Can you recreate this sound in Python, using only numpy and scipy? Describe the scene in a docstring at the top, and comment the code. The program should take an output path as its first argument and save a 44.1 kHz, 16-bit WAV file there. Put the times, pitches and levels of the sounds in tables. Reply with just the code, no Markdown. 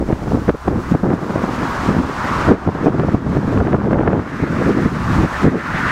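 """An open meadow at the edge of a wood, in gusty wind, heard through one small microphone.
The tree crowns roar, near leaves and grass hiss, and a few dry stalks tick.
Eddies sweep over the microphone port as a fluttering rumble with hard buffets.
Each strong buffet makes a limiter duck, so the trees drop away and swell back in the lulls."""
import sys
import numpy as np
from scipy import signal
from scipy.fft import rfft, irfft, next_fast_len
from scipy.io import wavfile
from scipy.ndimage import uniform_filter1d, map_coordinates

SR = 44100
rng = np.random.default_rng(int(sys.argv[2]) if len(sys.argv) > 2 else 0)


def dump_mix(stems):
    """Bounce the given channels to the path in sys.argv[1] as a 16-bit WAV at rate SR."""
    frames = np.atleast_2d(stems).T  # one column per channel
    limited = np.clip(frames, -1, 1)  # hard clip at full scale
    pcm = np.round(limited * 32767).astype(np.int16)
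    wavfile.write(sys.argv[1], SR, pcm)


N = 260631
TIME = np.arange(N) / SR

# Wind in the trees. Each row: time in seconds, crown level in dB, leaf level in dB, roar pitch factor.
TREE_WIND = [(0.0, -24.5, -34.5, 0.9), (0.8, -23.5, -35.5, 1.02), (1.6, -20.5, -32, 1.03),
             (2.05, -21, -32, 0.99), (2.3, -18, -30, 1.007), (2.75, -19, -34, 1.003), (3.4, -22, -33, 1.04),
             (3.95, -23.5, -40.5, 0.99), (4.4, -25.5, -38, 1.28), (4.85, -21.5, -33, 1.145),
             (5.3, -17, -28.5, 1.095), (5.91, -13.5, -31.5, 1.315)]
# Roar of the crowns at pitch factor 1. Each row: frequency in Hz, relative density in dB.
ROAR_SPECTRUM = [(100, -17.5), (300, -13), (500, -6.5), (700, -4.5), (950, 1), (1200, 0.5), (1550, -4),
                 (2000, -13), (2600, -23.5), (3400, -29), (6000, -42), (16000, -70)]
# Hiss of the leaves. Each row: frequency in Hz, relative density in dB.
HISS_SPECTRUM = [(500, -3), (2000, 7.5), (3200, 0.5), (4200, -1), (5200, -2), (6500, -4.5), (8000, -9),
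                 (10000, -14.5), (12500, -18.5), (15700, -20)]
# Crispness of the leaves. Each row: time in seconds, added treble slope in dB per octave.
LEAF_CRISPNESS = [(0, 2.5), (.8, 3), (1.7, -1.5), (2.4, -3), (3.0, -2), (5.91, -0.5)]
# Ticks of dry stalks. Each row: middle in seconds, length in seconds, level in dB, pitch in Hz.
STALK_TICKS = [(1.27, .008, -50, 12500), (1.705, .05, -56, 14200), (2.246, .005, -48, 12800)]
# Slow pressure swings on the microphone. Each row: time in seconds, level in dB.
RUMBLE_LEVEL = [(0, -14), (.95, -24), (1.3, -34), (1.9, -28), (2.25, -34), (2.5, -24), (3.2, -26),
                (4.05, -26), (4.35, -35), (5.15, -26), (5.91, -30)]
# Spectrum of those swings. Each row: frequency in Hz, relative density in dB.
RUMBLE_SPECTRUM = [(5, -5), (20, -3), (45, 4), (70, 11.5), (120, -22), (400, -43), (2000, -100)]
# Sputter of small vortices. Each row: time in seconds, level in dB relative to the airflow.
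SPUTTER_LEVEL = [(0, -12), (.8, -14), (1.3, -6), (2.2, -8.5), (3.0, -10), (3.3, -13.5), (3.75, -7.5),
                 (4.15, -6.5), (4.3, -20.5), (5.4, -17.5), (5.91, -30)]
# Tight vortices that crack in the port. Each row: time in seconds, peak in dB, pitch in Hz.
VORTEX_SNAPS = [(.321, 3.5, 620), (.4947, 8, 997.7), (.4965, -8, 2600), (.681, 7.5, 694), (2.997, 4, 939.9),
                (2.998, -8, 2104), (3.673, -3, 1349), (3.731, -2.5, 1300), (3.987, -3, 1191),
                (4.079, -8, 1602)]
# Steady airflow over the port. Each row: time in seconds, relative level in dB, eddy rate in Hz.
STEADY_FLOW = [(0.0, -21.0, 300.7), (0.37, -8.5, 251.7), (0.58, -31.5, 271.4), (0.95, -15, 241.9),
               (1.29, -11.5, 320.8), (1.76, -24.0, 258.6), (2.0, -12.0, 263.9), (2.12, -22, 269.8),
               (2.6, -17, 279.3), (2.91, -6.5, 289.1), (3.43, -9.5, 239), (4.13, -5.5, 291.6),
               (4.26, -20.5, 278.3), (4.74, -10.0, 302.2), (5.03, -13.5, 190.7), (5.33, -23.5, 270.3),
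               (5.66, -17.5, 241.4), (5.91, -16.5, 192.3)]
# Single buffets. Each row: middle in seconds, length in seconds, level in dB, eddy rate in Hz.
PORT_BUFFETS = [(0.016, 0.035, -4.5, 319.8), (0.098, 0.036, -7, 399.8), (0.131, 0.0076, 4, 270),
                (0.349, 0.012, 0, 217.6), (0.374, 0.0081, -4, 299), (0.494, 0.02, 2.0, 332),
                (0.547, 0.011, -5.5, 319), (0.681, 0.008, 1.5, 297.3), (0.736, 0.099, -5.5, 249.2),
                (0.921, 0.012, 0, 204.9), (0.95, 0.016, 3, 248.5), (1.043, 0.012, 1.0, 240.4),
                (1.1, 0.082, -2.0, 311.5), (1.136, 0.00982, -1, 397.7), (1.358, 0.0083, -2.5, 317),
                (1.443, 0.0095, -6.0, 393.6), (1.62, 0.057, -14.5, 298.2), (1.905, 0.038, -9.5, 225),
                (1.988, 0.04, -8.5, 218), (2.517, 0.047, 1, 299.3), (2.681, 0.023, -1.5, 250.1),
                (2.873, 0.019, 1, 339.8), (3.003, 0.024, -2, 288.7), (3.04, 0.018, -2.5, 262),
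                (3.089, 0.015, -6.0, 233.4), (3.146, 0.012, 1.5, 237), (3.282, 0.041, -5.0, 199.7),
                (3.378, 0.033, -3.0, 291.4), (3.483, 0.015, -4, 199.2), (3.564, 0.0163, -5.5, 225.1),
                (3.611, 0.016, -4.5, 259.9), (3.668, 0.012, -7, 351.2), (3.743, 0.022, -2.5, 263),
                (3.934, 0.026, -4, 384.2), (4.08, 0.008, 1, 411), (4.181, 0.037, -8.0, 272.8),
                (4.436, 0.014, -3.5, 269.2), (4.619, 0.013, -9, 380.1), (4.697, 0.011, -6, 309),
                (4.786, 0.035, -12.5, 301.5), (4.86, 0.0085, 0, 238.5), (5.154, 0.16, -11.5, 185),
                (5.208, 0.037, -3.5, 190), (5.246, 0.022, -4, 330.4), (5.468, 0.049, 2.0, 278.5),
                (5.548, 0.063, -3.5, 319.6), (5.745, 0.023, -10, 138.8)]
# Pressure of eddies passing at EDDY_HZ. Each row: frequency in Hz, relative density in dB.
EDDY_SPECTRUM = [(15, -27), (40, -63), (75, -3.5), (130, -0.5), (210, 1), (320, -2.5), (460, -9.5),
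                 (650, -19), (1000, -30), (1600, -34.5), (3000, -65.5), (6000, -84)]
EDDY_HZ = 280.6


def gain_of(db):
    """Amplitude grows tenfold with every 20 dB."""
    return 10 ** (np.asarray(db) / 20)


def unit_rms(x):
    """Normalisation to a mean power of 1."""
    return x / np.sqrt(np.mean(x ** 2) + 1e-20)


def spectrum_db(spectrum, hz):
    """Interpolation of a spectrum on a logarithmic frequency axis."""
    knots_hz, db = np.transpose(spectrum)
    return np.interp(np.log(hz + 1), np.log(knots_hz + 1), db)


def follow(rows, t):
    """Linear interpolation of every column of a curve at the times t."""
    times, *columns = np.transpose(rows)
    return [np.interp(t, times, column) for column in columns]


def noise(spectrum, size):
    """Spectral shaping: white noise takes on the given spectrum."""
    padded = next_fast_len(size, real=True)
    gain = gain_of(spectrum_db(spectrum, np.fft.rfftfreq(padded, 1 / SR)))
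    return unit_rms(irfft(rfft(rng.standard_normal(padded)) * gain, padded)[:size])


def wander(rate_hz):
    """Band-limited noise: a random fluctuation from about 2 Hz up to rate_hz."""
    padded = next_fast_len(N, real=True)
    hz = np.fft.rfftfreq(padded, 1 / SR)
    gain = hz / (hz + 2) / (1 + (hz / rate_hz) ** 4)
    return unit_rms(irfft(rfft(rng.standard_normal(padded)) * gain, padded)[:N])


def grid(size=512):
    """The time-frequency plane: frame times as a column, frequencies as a row."""
    return np.arange(0, N + size, size // 4)[:, None] / SR, np.fft.rfftfreq(size, 1 / SR)


def rustle(field_db, patchy_db, size=512):
    """Short-time shaping: noise of even power, coloured in patches as single boughs catch the wind."""
    real, imag, patches = rng.standard_normal((3, *field_db.shape))
    patches = unit_rms(uniform_filter1d(uniform_filter1d(patches, 18, axis=0), 7, axis=1))
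    gain = gain_of(field_db + patchy_db * patches)
    spectra = (real + 1j * imag) * gain / np.linalg.norm(gain, axis=1, keepdims=True)
    return unit_rms(signal.istft(spectra.T, nperseg=size, noverlap=size - size // 4)[1][:N])


def crowns():
    """Aeolian sound: the broad, distant roar rises in pitch with the wind speed."""
    t, hz = grid()
    level_db, speed = follow(TREE_WIND, TIME)[0], follow(TREE_WIND, t)[2]
    sway_db = 0.45 * wander(rate_hz=25)
    return gain_of(level_db + sway_db) * rustle(spectrum_db(ROAR_SPECTRUM, hz / speed), patchy_db=1.85)


def leaves():
    """Incoherent addition: countless leaf contacts merge into a hiss with a fine grain."""
    t, hz = grid()
    level_db = follow(TREE_WIND, TIME)[1]
    treble_db = follow(LEAF_CRISPNESS, t)[0] * np.log2(1 + hz / 5000)
    hiss = rustle(spectrum_db(HISS_SPECTRUM, hz) + treble_db, patchy_db=0.25)
    flicker_db = 0.75 * wander(rate_hz=20)
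    grain = gain_of(0.39 * wander(rate_hz=1200))
    return gain_of(level_db + flicker_db) * unit_rms(hiss * grain)


def bump(middle, length):
    """A super-Gaussian envelope: height 1, steep flanks, an area of about its length."""
    out, near = np.zeros(N), abs(TIME - middle) < 2 * length
    out[near] = np.exp(-abs(np.sqrt(np.pi) * (TIME[near] - middle) / length) ** 3)
    return out


def stalks():
    """Friction: dry stalks brush each other with a thin, high tick of narrow-band noise."""
    out = np.zeros(N)
    for middle, length, db, hz in STALK_TICKS:
        scrape = wander(rate_hz=1100) * np.cos(2 * np.pi * hz * TIME)
        out += gain_of(db) * bump(middle, length) * unit_rms(scrape)
    return out


def rumble():
    """Turbulent pressure: the largest eddies press slowly on the microphone."""
    level_db, = follow(RUMBLE_LEVEL, TIME)
    return gain_of(level_db) * noise(RUMBLE_SPECTRUM, size=N)


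def vortex(t, hz):
    """Convection: a vortex core crosses the port as a pressure swing of one or two cycles."""
    phase = 2 * np.pi * hz * t
    return np.cos(phase) / np.cosh(np.clip(phase / 1.3, -30, 30))


def sputter(per_s, low_hz, high_hz, sizes=16):
    """A Poisson process: small vortices break off at random; the smaller, the higher and weaker."""
    t, out = np.arange(-400, 400) / SR, np.zeros(N)
    for hz in np.geomspace(low_hz, high_hz, sizes):
        kicks = rng.uniform(-1.23, 1, N) * (rng.random(N) < per_s / sizes / SR)
        out += low_hz / hz * signal.oaconvolve(kicks, vortex(t, hz), "same")
    return unit_rms(out)


def vortex_pops(core_boost_db=2.5, core_pitch_ratio=1.09):
    """Pressure transients: a vortex knocks at the heart of each buffet, and tighter ones crack."""
    cores = [(middle, db + core_boost_db, hz * core_pitch_ratio) for middle, _, db, hz in PORT_BUFFETS]
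    out = np.zeros(N)
    for middle, db, hz in cores + list(VORTEX_SNAPS):
        near = abs(TIME - middle) < 2 / hz
        out[near] += gain_of(db) * vortex(TIME[near] - middle, hz)
    return out


def airflow(trim_db=-1, flutter_db=3):
    """Addition of powers: each buffet strengthens the flow and pulls the eddy rate toward its own."""
    flow_db, flow_hz = follow(STEADY_FLOW, TIME)
    power = gain_of(flow_db + trim_db + flutter_db * np.tanh(wander(rate_hz=39.6))) ** 2
    weighted_rate = power * flow_hz
    for middle, length, db, hz in PORT_BUFFETS:
        buffet_power = gain_of(db) ** 2 * bump(middle, length)
        power += buffet_power
        weighted_rate += buffet_power * hz
    return np.sqrt(power), weighted_rate / power


def buffeting(strength, rate_hz, fits_db=4):
    """Frozen turbulence: the faster a fixed pattern of eddies passes the port, the higher it sounds."""
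    position = np.cumsum(rate_hz / EDDY_HZ)
    eddies = map_coordinates(noise(EDDY_SPECTRUM, size=2 * N), [position], order=3, mode="wrap")
    # level out the pattern's own swells, so that the airflow sets the strength
    eddies /= np.sqrt(uniform_filter1d(uniform_filter1d(eddies ** 2, size=700), size=500) + 1e-6)
    # the flow clings and tears loose in fits of a few milliseconds
    fits = unit_rms(gain_of(fits_db * np.tanh(wander(rate_hz=110))))
    sputter_db, = follow(SPUTTER_LEVEL, TIME)
    small_vortices = gain_of(sputter_db) * sputter(per_s=320, low_hz=428, high_hz=1400)
    return fits * strength * (eddies + small_vortices)


def scene():
    """Superposition: the sound of the vegetation and the wind on the microphone add in one channel."""
    vegetation = crowns() + leaves() + stalks()
    return (vegetation + buffeting(*airflow()) + vortex_pops() + rumble())[None]


def limiter(x, threshold_db=-12, attack_s=0.028, release_s=0.29, initial_duck_db=13):
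    """Automatic gain control: the gain falls just after a loud buffet and recovers in the lull."""
    level_db = 10 * np.log10(abs(uniform_filter1d(x[0] ** 2, size=440)) + 1e-12)
    excess_db = np.maximum(level_db - threshold_db, 0)
    # each peak of the excess decays exponentially until a higher one takes over
    release = np.exp(-TIME / release_s)
    target_db = release * np.maximum.accumulate(np.maximum(excess_db / release, initial_duck_db))
    lag = np.exp(-1 / (attack_s * SR))
    duck_db = initial_duck_db + signal.lfilter([1 - lag], [1, -lag], target_db - initial_duck_db)
    return x / gain_of(duck_db)


def record(dry):
    """Saturation and band limiting: peaks that pass the limiter are rounded, then the top is cut off."""
    ducked = limiter(dry)
    clipped = ducked / (1 + ducked ** 8) ** (1 / 8)
    lowpass = signal.firwin(1023, cutoff=15720, window=("kaiser", 9), fs=SR)
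    return signal.oaconvolve(clipped, lowpass[None], "same")


dry = scene()
out = record(dry)
dump_mix(out)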